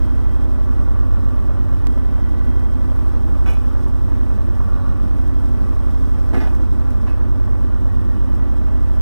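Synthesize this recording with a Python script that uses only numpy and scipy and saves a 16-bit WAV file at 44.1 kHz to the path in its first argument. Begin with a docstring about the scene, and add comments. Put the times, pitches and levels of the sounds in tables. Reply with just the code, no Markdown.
"""Two diesels throb throughout: a backhoe's exhaust note beats against a second, slower and steady engine.
The backhoe sags under load and recovers, with hums locked to its crankshaft and noise pulsed by its firings.
Reeds rustle as shaped noise, and the steel bucket clanks as noise bursts and decaying modes.
Once the sound skips a moment, with a click. The left channel is weaker and of opposite polarity;
the machines reach it later than the right, which makes the rumble wide and hollow."""
import sys
import numpy as np
from scipy.fft import rfft, irfft, next_fast_len
from scipy.io import wavfile
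from scipy.ndimage import map_coordinates

SR = 44100
rng = np.random.default_rng(int(sys.argv[2]) if len(sys.argv) > 2 else 0)


def store_pcm(level_fs):
    """Save levels as 16-bit WAV."""
    pcm = np.round(np.clip(level_fs, -1, 1) * 32767).astype(np.int16)
    wavfile.write(sys.argv[1], SR, np.atleast_2d(pcm).T)


N = 397341  # length in samples


def amp(db):
    """Decibels to gain."""
    return 10 ** (np.asarray(db) / 20)


def unit(x):
    """Scale to rms 1."""
    return x / np.sqrt(np.mean(x ** 2) + 1e-20)


def along(points, hz):
    """Read (Hz, value) points on a log frequency axis."""
    f, value = np.transpose(points)
    return np.interp(np.log(hz + 1), np.log(f + 1), value)


def curves(rows):
    """One value per sample for each column after the time."""
    seconds, *columns = np.transpose(rows)
    return [np.interp(np.arange(N) / SR, seconds, column) for column in columns]


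def wobble(rate):
    """A smooth random curve with rate knots a second."""
    knots = np.random.default_rng(rng.integers(2 ** 31)).standard_normal(int(N * rate / SR) + 4)
    return map_coordinates(knots, [np.arange(N) * rate / SR])


def filtered(x, response):
    """Filter x by a complex response of frequency."""
    size = next_fast_len(N + SR // 2)
    spectrum = rfft(x, size) * response(np.fft.rfftfreq(size, 1 / SR))
    return irfft(spectrum, size)[..., :N]


def coloured(x, spectrum):
    """Shape x by (Hz, dB) points, then scale it to rms 1."""
    return unit(filtered(x, lambda hz: amp(along(spectrum, hz))))


def resonances(modes, f):
    """Response of a few resonances, alternating in sign."""
    total = 0
    for k, (centre, width, db) in enumerate(modes):
        peak = 1j * f * width / (centre * centre - f * f + 1j * f * width)
        total = total + (-1) ** k * amp(db) * peak
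    return total


# How alike the two channels are. Each row: frequency in Hz, likeness from 0 to 1.
CHANNEL_LIKENESS = [(300, 0.98), (600, 0.96), (1200, 1), (1800, 0.96), (2500, 0.96), (4000, 0.94),
                    (8000, 0.77), (12000, 0.77), (15000, .62)]


def air():
    """White noise at two microphones, less alike towards the treble."""
    def mid_and_side(hz):
        turn = np.arccos(np.clip(along(CHANNEL_LIKENESS, hz), 0, 1)) / 2
        return np.array([np.cos(turn), np.sin(turn)])
    mid, side = filtered(rng.standard_normal((2, N)), mid_and_side)
    return np.array([mid + side, mid - side])


def mechanical(cycles, repeat):
    """Noise of which a share of the power comes back alike with every round of the four cylinders."""
    size = 3200  # pattern points a round
    pattern = rng.standard_normal(size)
    locked = map_coordinates(pattern, [cycles / 4 % 1 * size], mode="grid-wrap")
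    share = np.clip(repeat, 0, 1)
    return np.sqrt(share) * locked + np.sqrt(1 - share) * air()


def firings(cycles, cylinder_db, scatter_db, decay):
    """A burst at each firing, decaying over a number of cycles; four unequal cylinders take turns."""
    index = cycles.astype(int)
    scatter = scatter_db * rng.standard_normal(N // 100)[index]
    size_db = scatter + np.array(cylinder_db)[index % len(cylinder_db)]
    return unit(amp(size_db) * np.exp(-(cycles % 1) / decay))


def tones(cycles, orders, waver_db, rate):
    """Lines locked to the crankshaft, each wavering in strength."""
    total = 0
    for order, db in orders:
        total = total + amp(db + waver_db * wobble(rate)) * np.sin(2 * np.pi * order * cycles)
    return np.sqrt(2) * total


def struck(modes, t, blur):
    """Steel modes, rung at new strengths by every blow; rattling contacts blur their pitch."""
    total = 0
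    for hz, db, t60 in modes:
        strength_db = db + rng.normal(0, 0.34)
        # A random start phase, then a random walk, in cycles
        drift = rng.random() + blur * np.cumsum(rng.standard_normal(len(t))) / np.sqrt(SR)
        total = total + amp(strength_db - 60 * t / t60) * np.sin(2 * np.pi * (hz * t + drift))
    return total


def knocked(modes, hits, blur):
    """One steel part, its modes rung by each hit."""
    out, t = np.zeros(N + SR), np.arange(SR // 2) / SR
    rise = 1 - np.exp(-t / .001)
    for seconds, db in hits:
        start = round(seconds * SR)
        out[start:start + len(t)] += amp(db) * rise * struck(modes, t, blur)
    return out[:N]


# Leaf rustle spectrum. Each row: frequency in Hz, relative level in dB per Hz.
LEAF_SPECTRUM = [(1200, -10), (2700, -2), (4200, 7.5), (6500, 2), (8000, -10), (11000, -13), (16000, -19)]
# Ticks of dry stalks. Each row: start in seconds, level in dB.
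STALK_TICKS = [(2.958, -53), (3.080, -53), (3.880, -52), (4.460, -56), (4.556, -58), (5.274, -52)]
TICK_S = 0.049  # t60
# Stalk tick spectrum. Each row: frequency in Hz, relative level in dB per Hz.
STALK_SPECTRUM = [(1500, -20), (4000, 0), (9000, 0), (13000, 0), (16000, -10)]
LAG_S = .000415  # how much later the machines reach the left microphone


def reeds(level_db):
    """Leaves rustle and stalks tick on the side away from the engines, so they reach the left first."""
    leaves = amp(level_db + 2.5 * wobble(60)) * coloured(rng.standard_normal(N), LEAF_SPECTRUM)
    t = np.arange(N) / SR
    snaps = sum(amp(db - 60 * np.abs(t - s) / TICK_S) * (t >= s) for s, db in STALK_TICKS)
    rustle = leaves + snaps * coloured(rng.standard_normal(N), STALK_SPECTRUM)
    # Advance the left by two lags: record() delays it by one
    early = filtered(rustle, lambda hz: np.exp(4j * np.pi * hz * LAG_S))
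    return np.array([early, rustle])


VALVE_DB = -64  # level at full load
# Valve hiss spectrum. Each row: frequency in Hz, relative level in dB per Hz.
VALVE_SPECTRUM = [(2000, -80), (3400, -24), (3850, 3), (4000, 0), (4400, -24), (7000, -80)]


def valve(load):
    """Oil hisses through the hydraulic valve when the load peaks."""
    return amp(VALVE_DB) * load ** 3 * coloured(air(), VALVE_SPECTRUM)


# Fan and hydraulic hiss spectrum. Each row: frequency in Hz, relative level in dB per Hz.
HISS_SPECTRUM = [(1200, -25), (2800, -1.5), (3300, 2.5), (4200, -5.5), (4900, 6), (6000, -1), (7100, -3.5),
                 (8300, -1), (10000, -4.5), (12000, -6.5), (13200, -3), (14500, -11), (16000, -8.5)]


def hiss(cycles, load, level_db):
    """Fan and hydraulics hiss with a fine crackle; under load the injectors tick through."""
    ticks = firings(cycles, [.5, -.5, .4, -.4], scatter_db=2, decay=.35)
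    crackle = amp(1.2 * wobble(230) + 1.1 * wobble(40))
    flutter = crackle * (1 + 0.12 * load * ticks)
    return amp(level_db) * coloured(mechanical(cycles, repeat=0.11) * flutter, HISS_SPECTRUM)


# Gear whine lines. Each row: multiple of the firing rate, level in dB over the whine level.
GEAR_ORDERS = [(21, -4), (27, -3.5), (34.5, -7), (36, 2.5), (38, -8), (39, -15), (41.2, -21), (57.6, -8.5),
               (69, -19)]
# Whine level. Each row: time in seconds, level in dB.
WHINE_LEVEL = [(0, -59.5), (1.3, -65), (2.4, -57), (3.4, -68), (5, -64), (6.1, -63), (7.3, -71), (8.1, -60),
               (8.6, -63.5), (9, -63)]


def whine(cycles):
    """Gear teeth sing, blurred by the uneven turning of the shaft."""
    level_db, = curves(WHINE_LEVEL)
    unevenness = .0045 * wobble(28) + .0013 * wobble(110)  # in cycles
    return amp(level_db) * tones(cycles + unevenness, GEAR_ORDERS, waver_db=2.5, rate=22)


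# Drone level. Each row: time in seconds, level in dB before the trim below.
DRONE_LEVEL = [(0, -56), (0.6, -37), (1.2, -44), (1.9, -62), (2.9, -47), (3.7, -62), (4.45, -38),
               (4.9, -60), (5.15, -34), (5.52, -30.5), (5.65, -48), (5.95, -34), (6.6, -55), (7.2, -45),
               (7.9, -40.5), (8.6, -38.5), (9, -39)]
DRONE_TRIM_DB = -1


def drone(cycles):
    """The backhoe's fifth order drones in the silencer, swelling and fading."""
    level_db, = curves(DRONE_LEVEL)
    uneven = cycles + .004 * wobble(20)
    return amp(level_db + DRONE_TRIM_DB) * tones(uneven, [(5, 0)], waver_db=1.5, rate=12)


# Low modes of the bucket's shell. Each row: frequency in Hz, relative level in dB, t60 in seconds.
SHELL_MODES = [(198, -4.5, .3), (263.8, -4, 0.44), (379, -9, 0.22), (487, -17.5, 0.41)]
# Thuds of the shell. Each row: start in seconds, level in dB.
SHELL_THUDS = [(6.333, -16.5), (6.366, -17), (6.432, -24.5)]
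# Modes of the bucket's end stop. Each row: frequency in Hz, relative level in dB, t60 in seconds.
STOP_MODES = [(883, 4, 0.22), (1944, 0, .25), (3480, -11, 0.22), (4800, -8, 0.22), (4960, -13, .25),
              (5100, -8, 0.27), (5840, -15, .25)]
# Rebounds on the stop. Each row: start in seconds, level in dB.
STOP_REBOUNDS = [(6.403, -39.5), (6.418, -45)]
# Modes of the bucket link. Each row: frequency in Hz, relative level in dB, t60 in seconds.
LINK_MODES = [(2460, -5, .25), (2600, 2, 0.24), (2955, -10, .4), (4340, -16, .4), (4936, -10, .33)]
# Clinks of the link. Each row: start in seconds, level in dB.
LINK_CLINKS = [(7.070, -50), (7.095, -49)]


def linkage():
    """The bucket's shell thuds, it rebounds on its stop, and its slack link clinks on the pin."""
    shell = knocked(SHELL_MODES, SHELL_THUDS, blur=1.4)
    stop = knocked(STOP_MODES, STOP_REBOUNDS, blur=2.2)
    link = knocked(LINK_MODES, LINK_CLINKS, blur=1.5)
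    return shell + stop + link


# Blows and rattles. Each row: start in seconds, clang in dB, scrape in dB, bucket ring in dB,
# arm ring in dB, t60 of the clang and scrape in seconds.
BUCKET_BLOWS = [(3.46, -24, -50, -62, -46, 0.22), (3.474, -34, -50, -54, -43.5, .1),
                (3.492, -42, -44, -62, -47.5, 0.3), (3.530, -38, -54, -66, -51, .2),
                (5.163, -54, -53, -63, -75, 0.11), (6.331, -25.5, -66, -48, -70, 0.17),
                (6.345, -18.5, -62, -34, -60, 0.12), (6.370, -36, -58, -35.5, -70, 0.12),
                (6.401, -30.5, -53, -38, -58, 0.39), (6.415, -35, -55, -37, -60, .25),
                (6.438, -31, -59, -45, -54, 0.28), (6.468, -36, -59, -45, -66, 0.23),
                (6.547, -37, -50, -60, -75, .08), (6.596, -32, -60, -58, -75, .1),
                (6.903, -48, -51, -64, -75, .15), (7.065, -29, -57, -57, -65, 0.24),
                (7.075, -30, -60, -48, -64, .08), (7.095, -32, -57, -60, -65, 0.12)]
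# First contact of a blow: level over its chatter, and t60
CRACK_DB, CRACK_S = -7, 0.012
# Dull clang spectrum. Each row: frequency in Hz, relative level in dB per Hz.
CLANG_SPECTRUM = [(100, -16), (190, 21), (280, 16), (450, 3), (750, 6.5), (1000, -1), (1400, -4.5),
                  (1800, -2), (2500, -10), (3200, -23), (5200, -23), (8000, -50), (15000, -53)]
# Bright scrape spectrum. Each row: frequency in Hz, relative level in dB per Hz.
SCRAPE_SPECTRUM = [(600, -25), (1500, 2), (2200, 13), (3300, -8), (5300, 1), (8000, -2.5), (12000, -1),
                   (16000, -24)]
# Bucket modes. Each row: frequency in Hz, relative level in dB, t60 in seconds.
BUCKET_MODES = [(700, 0.5, 0.2), (810, -4, 0.24), (1227, -5, .15), (1478, -2, 0.15), (1695, 0, 0.21),
                (1993, 0.5, 0.22), (2090, -2, 0.19), (2450, -8, 0.3), (2690, -10, 0.16), (3070, -16, 0.15),
                (3720, -21, .18)]
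# Loader arm modes. Each row: frequency in Hz, relative level in dB, t60 in seconds.
ARM_MODES = [(500, 2, .2), (764, 2, 0.3), (883, -4, .25), (1217, -5, .25), (1525, 5, 0.16), (2272, 5, 0.26),
             (2433, 7, 0.32), (2620, -2, 0.4), (2955, -4, 0.42), (3386, -8, 0.4), (3900, -17, .35),
             (5367, -10.5, 0.32), (5819, -20, .3), (6487, -12, 0.28)]


def bucket():
    """Blows crack and set loose steel chattering: dull clang, bright scrape, ring of bucket and arm."""
    clang_power, scrape_power, ring = np.zeros((3, N + SR))
    t = np.arange(SR // 2) / SR
    rise = 1 - np.exp(-t / .0008)
    for seconds, clang_db, scrape_db, bucket_db, arm_db, t60 in BUCKET_BLOWS:
        start = round(seconds * SR)
        span = slice(start, start + len(t))
        fade = rise * (amp(-60 * t / t60) + amp(CRACK_DB - 60 * t / CRACK_S))
        # Overlapping noise bursts add in power
        clang_power[span] += (amp(clang_db) * fade) ** 2
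        scrape_power[span] += (amp(scrape_db) * fade) ** 2
        bucket_ring = amp(bucket_db) * struck(BUCKET_MODES, t, blur=2.3)
        arm_ring = amp(arm_db) * struck(ARM_MODES, t, blur=1.1)
        ring[span] += rise * (bucket_ring + arm_ring)
    clang = np.sqrt(clang_power[:N]) * coloured(air(), CLANG_SPECTRUM)
    scrape = np.sqrt(scrape_power[:N]) * coloured(air(), SCRAPE_SPECTRUM)
    chatter = unit(amp(3 * wobble(380)))
    return chatter * (clang + scrape) + ring[:N] * unit(amp(1.5 * wobble(200)))


# Ringing covers. Each row: time in seconds, level in dB over the block clatter.
COVER_LEVEL = [(0, -8), (0.7, -5), (1.25, -3), (1.9, -7.5), (3.0, -6.5), (3.75, -3.5), (4.3, -8.5),
               (4.85, 1), (5.2, -9), (5.8, -4), (7.3, -7), (9, -7)]
# Resonances of block and covers. Each row: frequency in Hz, width in Hz, relative level in dB.
COVER_RESONANCES = [(577, 18, 6), (810, 41, -0.5), (1154, 61, 5), (1437, 42, 1), (1695, 34, -17),
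                    (2030, 32, -11)]
# Block clatter spectrum. Each row: frequency in Hz, relative level in dB per Hz.
BLOCK_SPECTRUM = [(200, -42), (450, 0.5), (580, 3), (700, -5), (900, -4.5), (1020, -5.5), (1300, -10.5),
                  (1700, -9.5), (2050, -13.5), (2450, -15), (2800, -23.5), (5000, -48), (12000, -80)]


def clatter(cycles, level_db):
    """Combustion knocks and valve gear shake the block; its covers ring now harder, now softer."""
    covers_db, = curves(COVER_LEVEL)
    knocks = firings(cycles, [.8, -.2, 0, -.6], scatter_db=1, decay=3.6)
    ring_source = knocks * mechanical(cycles, repeat=0.26)
    ring = unit(filtered(ring_source, lambda f: resonances(COVER_RESONANCES, f)))
    block = coloured(knocks * mechanical(cycles, repeat=0.28), BLOCK_SPECTRUM)
    return amp(level_db) * block + amp(level_db + covers_db) * ring


# Backhoe exhaust, belt-driven fan and pump notes. 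Each row: multiple of the firing rate,
# level in dB, change at full load in dB.
BACKHOE_NOTES = [(1, -14.5, -2), (2, -26.5, 6.5), (3, -53.5, 16), (3.75, -49.5, 0), (4, -57.5, 18),
                 (4.36, -37.5, -7), (4.9, -46.5, -3)]
# Second engine's notes. Each row: multiple of its firing rate, level in dB.
SECOND_NOTES = [(1, -20.5), (1.5, -39), (2, -21), (2.5, -46), (3, -52.5), (4, -52), (4.5, -48), (5, -44.5),
                (5.5, -44.5), (6, -47.5), (7, -50.5)]
# Exhaust rasp spectrum. Each row: frequency in Hz, relative level in dB per Hz.
RASP_SPECTRUM = [(60, -14), (125, -15), (158, -3), (176, -9), (198, 3), (220, -5), (243, -0.5), (280, -1.5),
                 (360, -7.5), (450, -18.5), (650, -32), (2000, -67)]
# Silencer resonances. Each row: frequency in Hz, width in Hz, relative level in dB.
SILENCER_RESONANCES = [(194.5, 15.2, -1), (236, 22.6, -4), (279, 35.6, -6)]
GRUNT_DB = -41  # level at full load
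# Silencer grunt spectrum. Each row: frequency in Hz, relative level in dB per Hz.
GRUNT_SPECTRUM = [(60, -90), (115, -25), (145, 0), (185, -3), (215, -22), (450, -100)]
# Low rumble spectrum. Each row: frequency in Hz, relative level in dB per Hz.
RUMBLE_SPECTRUM = [(10, -28), (22, -37), (40, 0), (60, 0), (100, 1.5), (130, -5.5), (200, -21), (500, -69)]


def exhaust(backhoe, second, load, level_db):
    """Both pipes hum, and puffs rasp and boom in the silencer; the backhoe grunts lower under load."""
    loaded = [(order, db + change_db * load) for order, db, change_db in BACKHOE_NOTES]
    hum = tones(backhoe, loaded, waver_db=1.0, rate=5.5)
    hum = hum + tones(second, SECOND_NOTES, waver_db=0.7, rate=7)
    near = firings(backhoe, [-0.16, -0.19, 0.59, -0.33], scatter_db=1.0, decay=1.7)
    near = near * mechanical(backhoe, repeat=0.13)
    far = firings(second, [-0.0071, -0.31, -0.12, 0.27], scatter_db=1.0, decay=1.4)
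    far = far * mechanical(second, repeat=0.13)
    rasp = amp(level_db - 0.58) * coloured(near + far, RASP_SPECTRUM)
    boom = unit(filtered(near - far, lambda f: resonances(SILENCER_RESONANCES, f) * (f > 150)))
    grunt = amp(GRUNT_DB) * load * coloured(near, GRUNT_SPECTRUM)
    rumble = amp(-31.5) * coloured(air(), RUMBLE_SPECTRUM)
    return hum + rasp + amp(level_db - 7.5) * boom + grunt + rumble


# The sound skips: when, and how much is missing
SKIP_AT_S, SKIP_S = 1.87, .05


def turned(hz):
    """Firings counted so far; at the skip the count jumps ahead, which clicks."""
    missing = SKIP_S * hz[round(SKIP_AT_S * SR)]
    return np.cumsum(hz) / SR + missing * (np.arange(N) > SKIP_AT_S * SR)


# Backhoe speed. Each row: time in seconds, firings a second.
BACKHOE_SPEED = [(0.0, 56.03), (0.7, 54.47), (1.2, 50.31), (1.4, 52.91), (1.8, 51.01), (1.9, 55.15),
                 (2.5, 55.33), (3.5, 55.24), (3.85, 54.2), (4.35, 54.34), (4.86, 49.21), (5.15, 55.32),
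                 (6.4, 55.0), (7.0, 55.82), (7.33, 53.14), (8.2, 51.3), (8.5, 55.82), (9.01, 55.72)]
# Second engine: mean firings a second, and the share of a firing by which it starts ahead
SECOND_HZ, SECOND_LEAD = 43.36, .35
# Levels running free, and their changes at full load
RASP_DB, RASP_LOAD_DB = -29.5, -1
CLATTER_DB, CLATTER_LOAD_DB = -42.5, -1.35
# Treble reference. Each row: time in seconds, level in dB.
TREBLE_LEVEL = [(0.0, -63), (1.38, -66.5), (3.69, -63), (4.26, -64.5), (4.64, -64.5), (4.97, -65),
                (6.25, -62), (7.3, -67), (9.01, -65)]
HISS_DB, REEDS_DB = 5.5, -4.5  # over the treble reference


def scene():
    """Two engines, reeds and bucket; the sag in speed gives the load, which sets rasp and clatter."""
    speed, = curves(BACKHOE_SPEED)
    treble_db, = curves(TREBLE_LEVEL)
    load = (speed.max() - speed) / np.ptp(speed)  # 0 at top speed, 1 at the deepest sag
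    backhoe = turned(speed + 0.0627 * wobble(9))
    second = turned(SECOND_HZ + 0.0505 * wobble(7)) + SECOND_LEAD
    rasp_db = RASP_DB + RASP_LOAD_DB * load
    clatter_db = CLATTER_DB + CLATTER_LOAD_DB * load + 0.11 * wobble(3.5)
    treble = reeds(treble_db + REEDS_DB) + valve(load) + hiss(backhoe, load, treble_db + HISS_DB)
    steel = linkage() + bucket()
    engines = clatter(backhoe, clatter_db) + exhaust(backhoe, second, load, rasp_db)
    return treble + whine(backhoe) + drone(backhoe) + steel + engines


# Left channel against right. Each row: frequency in Hz, level in dB.
LEFT_LEVEL = [(200, -2), (1000, -2.5), (2000, -2.5), (4000, -4.5), (5500, -4.5), (11500, -4.5), (13500, -6),
              (16000, -14)]
# Left channel's phase lag beyond LAG_S. Each row: frequency in Hz, lag in radians.
LEFT_PHASE_LAG = [(300, 0), (1000, .23), (2200, .37), (4500, .4), (8000, .2), (15000, .08)]
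TOP_HZ = 15750  # nothing passes from here up


def record(dry):
    """The left channel is inverted, late and duller, and held briefly at the skip; the top is cut."""
    def left_response(hz):
        phase = 2 * np.pi * hz * LAG_S + along(LEFT_PHASE_LAG, hz)
        return -amp(along(LEFT_LEVEL, hz)) * np.exp(-1j * phase)
    left = filtered(dry[0], left_response)
    # Hold a later value over the lag, so that both channels jump at one instant
    cut, late = int(SKIP_AT_S * SR) + 1, int((SKIP_AT_S + 2 * LAG_S) * SR)
    left[cut:late] = left[late]
    return filtered(np.array([left, dry[1]]), lambda hz: hz < TOP_HZ)


dry = scene()
out = record(dry)
store_pcm(out)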